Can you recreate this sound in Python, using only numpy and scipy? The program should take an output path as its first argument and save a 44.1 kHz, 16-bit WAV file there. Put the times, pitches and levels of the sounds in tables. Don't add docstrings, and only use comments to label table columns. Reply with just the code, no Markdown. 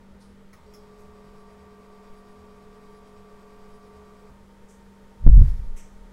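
import sys
import numpy as np
from scipy.fft import rfft, irfft, next_fast_len
from scipy.io import wavfile
from scipy.ndimage import uniform_filter1d, map_coordinates

SR = 44100
rng = np.random.default_rng(int(sys.argv[2]) if len(sys.argv) > 2 else 0)


def pcm_store(signal):
    levels = np.round(np.clip(np.atleast_2d(signal), -1, 1) * 32767)
    wavfile.write(sys.argv[1], SR, levels.astype(np.int16).T)


N = 270271
T = np.arange(N) / SR
START_S, STOP_S = .535, 4.292
LAP_START_S, LAP_S = 1.06, .784


def amp(db):
    return 10 ** (np.asarray(db) / 20)


def unit(x):
    return x / np.sqrt(np.mean(x ** 2) + 1e-20)


def along(points, hz):
    freqs, levels = np.transpose(points)
    return np.interp(np.log(hz + 1), np.log(freqs + 1), levels)


def filtered(x, response):
    size = next_fast_len(N + SR // 2)
    return irfft(rfft(x, size) * response(np.fft.rfftfreq(size, 1 / SR)), size)[:N]


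def noise(colour_db):
    return unit(filtered(rng.standard_normal(N), lambda hz: amp(colour_db(hz))))


def tone(hz):
    return np.sqrt(2) * np.sin(2 * np.pi * (np.cumsum(hz) / SR + rng.random()))


def wobble(rate):
    knots = rng.standard_normal(int(N * rate / SR) + 4)
    coarse = T[::32]
    return np.interp(T, coarse, map_coordinates(knots, [coarse * rate]))


def lap_wobble(rate):
    knots = rng.standard_normal(max(int(rate * LAP_S), 3))
    coarse = T[::32]
    return np.interp(T, coarse, map_coordinates(knots, [coarse / LAP_S * len(knots)], mode="grid-wrap"))


def rise(s, time_s):
    return 1 - np.exp(-np.maximum(T - s, 0) / time_s)


def strike(s, attack, t60):
    return rise(s, attack) * np.exp(-np.log(1000) * np.maximum(T - s, 0) / t60)


def bump(s, width_s):
    return np.exp(-.5 * ((T - s) / width_s) ** 2)


def plateau(from_s, until_s, db, up_db_per_s, down_db_per_s):
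    early_s, late_s = np.maximum(from_s - T, 0), np.maximum(T - until_s, 0)
    return amp(db - up_db_per_s * early_s - down_db_per_s * late_s)


def each_lap(at_s, width_s, period=LAP_S):
    offset = (T - LAP_START_S - at_s + period / 2) % period - period / 2
    return np.exp(-.5 * (offset / width_s) ** 2) * (T > LAP_START_S) * (T < STOP_S)


def lap_swell(at_s):
    return np.cos(2 * np.pi * (T - LAP_START_S - at_s) / LAP_S)


def running(take_up_s=.025, run_down_s=.012):
    return rise(START_S, take_up_s) * (1 - rise(STOP_S, run_down_s))


def hesitations():
    return each_lap(at_s=.385, width_s=.017, period=LAP_S / 7)


# f/Hz, width/Hz, level/dB
CASE_PANELS = [(148, 10, 5.5), (300, 62, 2), (425, 99, 3.5), (635, 56, 3), (690, 40, -11.5), (810, 50, 0),
               (920, 59, 9), (1020, 54, -5), (1227, 30, 4.5), (1704, 80, -4), (1846, 120, 3.5),
               (2810, 430, -3.5), (5900, 400, -2)]
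def housing(hz):
    return sum(db / (1 + (2 * (hz - centre) / width) ** 2) for centre, width, db in CASE_PANELS)


# f/Hz, level/dB
AIR_COLOUR = [(12, -33.5), (20, 4.5), (81, -8.5), (113, -11), (203, -9.5), (268, -20), (419, -11.5),
              (603, -16.5), (674, -16), (916, -21), (1020, -18), (1350, -20.5), (2720, -29), (3040, -28.5),
              (15800, -57.5)]
def fan_air():
    air = amp(-54.6 + .12 * T - 1.2 * running()) * noise(lambda hz: along(AIR_COLOUR, hz) + housing(hz))
    hiss_colour = [(2000, -34), (5000, -12), (8000, -12.5), (15000, -21.5)]
    return air + amp(-76.3 + .68 * T) * noise(lambda hz: along(hiss_colour, hz))


# t/s, level/dB
DRONE_SWELLS = [(.14, -57), (.32, -57.5), (.68, -55), (1.1, -65)]
def drone(rest_db=-69):
    level = amp(rest_db) + sum(amp(db) * bump(s, width_s=.04) for s, db in DRONE_SWELLS)
    colour = [(20, -15), (45, -4), (60, -11), (76, 5.5), (100, -19), (200, -46.5), (1000, -120)]
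    return level * noise(lambda hz: along(colour, hz))


# f/Hz, level/dB
HUM_TONES = [(76, -71.5), (242, -68), (441, -69), (565, -77.5)]
def fan_hum(blade_hz=197.1, idle_hz=915, dip_s=.61):
    blade_db = np.where(T < dip_s, -54, -55.2) - 15 * bump(dip_s, width_s=.028)
    out = amp(blade_db + .3 * wobble(15)) * tone(blade_hz * (1 + .0014 * wobble(7.4)))
    idle = amp(-66) * hesitations() + amp(np.where(T < STOP_S, -74, -66.5)) * (1 - running())
    out += idle * amp(.5 * wobble(41)) * tone(idle_hz + 2.75 * wobble(15))
    for hz, db in HUM_TONES:
        out += amp(db + 3 * wobble(8.2)) * tone(hz + 4 * wobble(13))
    return out


# t/s, level/dB, fade time/s, middle f/Hz, width/octaves
SOFT_SCUFFS = [(.195, -65, .45, 9200, 0.18), (.2, -61, 0.37, 4800, 0.32), (.98, -66, .4, 7500, .6),
               (4.683, -58, 0.39, 7100, 0.32), (5.761, -54, 0.4, 7900, 0.12),
               (5.761, -54.5, 0.45, 6100, 0.13), (5.761, -55.5, 0.21, 10800, 0.19),
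               (5.761, -54.5, 0.36, 2310, 0.33)]
def scuffs():
    out = np.zeros(N)
    for s, db, t60, centre_hz, width in SOFT_SCUFFS:
        hiss = noise(lambda hz: -10 * np.log10(1 + (np.log2((hz + 1) / centre_hz) / width) ** 4))
        out += amp(db) * strike(s, attack=.011, t60=t60) * hiss
    return out


# f/Hz, level/dB
STEEL_RINGS = [(3300, -10), (5230, 5), (5600, 0), (6500, -3), (7400, -8), (8700, -15), (9700, -12),
               (10870, -7), (11300, -12), (12500, -8), (13050, -11), (15550, -12)]
# f/Hz, level/dB
CRACK_COLOUR = [(500, 8), (900, -3), (1250, 17), (1650, -2), (2100, 10.5), (3000, -11), (5500, -1),
                (6600, -2), (8000, -16), (10300, -1), (13000, -21), (15500, -4)]
# t/s, crack level/dB, ring level/dB
STEEL_CLICKS = [(.530, -50, -65), (0.737, -56, -51.5)]
def clicks(ring_width_hz=100):
    def ring_colour(hz):
        power = sum(amp(db) ** 2 / (1 + ((hz - f) / ring_width_hz) ** 4) for f, db in STEEL_RINGS)
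        return 10 * np.log10(power + 1e-4)

    out = np.zeros(N)
    for s, crack_db, ring_db in STEEL_CLICKS:
        out += amp(ring_db) * strike(s, attack=.001, t60=.2) * noise(ring_colour)
        crack = noise(lambda hz: along(CRACK_COLOUR, hz) + housing(hz))
        out += amp(crack_db) * strike(s, attack=.001, t60=.16) * crack
    return out


def carriage():
    sway = noise(lambda hz: along([(4, 1.5), (14, -8), (35, -14.5), (120, -67)], hz))
    sway *= amp(-47) * (each_lap(at_s=.28, width_s=.031) + .34)
    hum = amp(-54.5) * each_lap(at_s=.57, width_s=.027) * tone(77 + 2 * wobble(3.4))
    thud = noise(lambda hz: along([(40, 7), (200, -7), (1200, -20), (4000, -45)], hz))
    return sway + hum + amp(-44.5) * strike(STOP_S, attack=.002, t60=.21) * thud


# t/s into the lap, length/s, start f/Hz, middle f/Hz, end f/Hz, level/dB
RAIL_SQUEAKS = [(.27, 0.051, 9900, 10100, 9950, -83), (.315, .055, 9900, 10400, 10780, -76),
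                (.425, .075, 9400, 9850, 8750, -80)]
def squeaks():
    out = np.zeros(N)
    for lap_s in np.arange(LAP_START_S, STOP_S - LAP_S / 2, LAP_S):
        for s, length, start_hz, middle_hz, end_hz, db in RAIL_SQUEAKS:
            progress = np.clip((T - lap_s - s) / length, 0, 1)
            glide_hz = np.polyval(np.polyfit([0, .5, 1], [start_hz, middle_hz, end_hz], 2), progress)
            arch = np.sqrt(np.abs(np.sin(np.pi * progress)))
            out += amp(db) * arch * tone(glide_hz + 50 * wobble(400))
    return out


# f/Hz, level/dB
BELT_COLOUR = [(60, -14), (150, -2.5), (260, -3.5), (420, -6.5), (620, -2), (850, -6.5), (1180, -1.5),
               (1400, -16), (1700, -18.5), (2350, -11.5), (2800, -16), (4800, -27.5), (6600, -27.5),
               (12000, -33.5)]
# f/Hz, level/dB
COIL_COLOUR = [(2500, -10), (4300, 11), (4750, -17), (5000, -36), (5450, 14), (6100, -21), (6650, 5),
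               (7100, -3), (7900, 9.5), (9500, -7), (15000, -10)]
def belt_and_coils(step_hz=139.9):
    step = np.cos(2 * np.pi * step_hz * T)
    strain_db = 2.5 * bump(.58, width_s=.05)
    belt_db = -61.6 + strain_db + .7 * lap_swell(at_s=.12) + 1.5 * step + 1.2 * lap_wobble(40)
    belt = amp(belt_db) * noise(lambda hz: along(BELT_COLOUR, hz) + housing(hz))
    buzz_db = -78.3 - 8 * hesitations() + 3 * step + 1.5 * lap_wobble(12)
    buzz = amp(buzz_db) * noise(lambda hz: along(COIL_COLOUR, hz))
    return running() * (belt + buzz)


# f/Hz, base level/dB
WHINE_TONES = [(419.9, -55), (559.9, -74), (699.8, -66), (742.9, -72), (909.8, -76), (979.8, -78),
               (1023, -72), (1120, -72), (1163, -62), (1303, -79), (1443, -77), (1583, -75.5),
               (1863, -79.5), (2196, -83.5), (2466, -84), (2880, -89), (3165, -88), (3736, -88),
               (4005, -91), (4603, -90), (4743, -83), (4883, -90), (5163, -91), (5351, -89), (5626, -90),
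               (6600, -94), (7908, -94)]
def stepper_whine(full_speed_s=.655):
    turn = each_lap(at_s=.386, width_s=.016, period=LAP_S / 2) - .1
    high = rise(full_speed_s, .01)
    low = high * amp(-.7 - 5 * turn)
    middle = rise(START_S, .3)
    treble_db = 3 + 1.8 * lap_swell(at_s=.33) - 8 * (hesitations() - .25)
    out = np.zeros(N)
    for hz, db in WHINE_TONES:
        level_db = db + min(hz / 4500, 1) ** 2 * treble_db + .57 * lap_wobble(20)
        jitter_hz = 1.3 * lap_wobble(25) * np.clip(hz / 900, 1, 3)
        sag_hz = 6 * turn * min(hz / 1100, 2)
        drive = low if hz < 500 else middle if hz < 4000 else high
        out += drive * amp(level_db) * tone(hz + jitter_hz - sag_hz)
    return running() * out


def swirls(colour, evenness=.54, cutoff_hz=2000):
    rumble = noise(lambda hz: along(colour, hz) - 20 * np.log10(1 + (hz / cutoff_hz) ** 2))
    power = np.abs(uniform_filter1d(rumble ** 2, size=1700)) + 1e-4
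    return unit(rumble / uniform_filter1d(power, size=900) ** evenness)


# f/Hz, level/dB
MAIN_SWIRLS = [(8, -14.5), (20, 7), (38, 5), (55, -9), (80, -15), (130, -30), (400, -80.5)]
SMALL_SWIRLS = [(30, -10.5), (65, 1), (105, -5), (170, -21), (250, -38), (450, -53), (1000, -67.5),
                (3000, -100)]
HISS_COLOUR = [(500, 0), (1800, 2), (3000, -7), (4800, -5), (7000, -10), (11500, -11), (15500, -21)]
# hold from t/s, until t/s, level/dB, climb/(dB/s), fall/(dB/s)
CORE_SHAPE = (5.375, 5.395, -11.5, 300, 230)
BODY_SHAPE = (5.26, 5.45, -17.5, 520, 76)
HISS_SHAPE = (5.405, 5.49, -57.3, 140, 65)
# middle t/s, length/s, pressure/full scale (below zero is suction)
AIR_BLASTS = [(5.2715, 0.0155, 3.6), (5.294, .02, -1.3), (5.376, .011, -.8), (5.4212, 0.0115, 1.07)]
# t/s, level/dB, f/Hz, fade time/s
PRESSURE_SWINGS = [(5.313, 2, 45, 0.48), (5.662, -17, 17.4, 0.46)]
def gust(calm_s=5.76, flow_limit=.95):
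    strength = (plateau(*CORE_SHAPE) + plateau(*BODY_SHAPE)) * (1 - rise(calm_s, .02))
    strength += amp(-45) * bump(6.0, width_s=.08)
    since_blast_s = np.maximum(T - AIR_BLASTS[-1][0], 0)
    small = amp(-4.5 - 40 * since_blast_s) * swirls(SMALL_SWIRLS)
    flow = strength * (swirls(MAIN_SWIRLS) + small)
    for s, db, hz, t60 in PRESSURE_SWINGS:
        flow += amp(db) * strike(s, attack=.011, t60=t60) * np.sin(2 * np.pi * hz * (T - s))
    flow /= (1 + (flow / flow_limit) ** 4) ** (1 / 4)
    for s, length, pressure in AIR_BLASTS:
        blast = np.cos(np.pi * np.clip((T - s) / length, -.5, .5)) ** 2
        flow = flow * (1 - blast) + pressure * blast
    hiss = plateau(*HISS_SHAPE) * amp(1.2 * wobble(70)) * noise(lambda hz: along(HISS_COLOUR, hz))
    return flow + hiss


def scene():
    background = fan_air() + drone() + fan_hum()
    motion = stepper_whine() + belt_and_coils() + carriage() + squeaks()
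    return (background + motion + clicks() + scuffs() + gust())[None]


def record(dry, top_hz=15800):
    clipped = np.clip(dry[0], -1, 1)
    return filtered(clipped, lambda hz: hz < top_hz)[None]


dry = scene()
out = record(dry)
pcm_store(out)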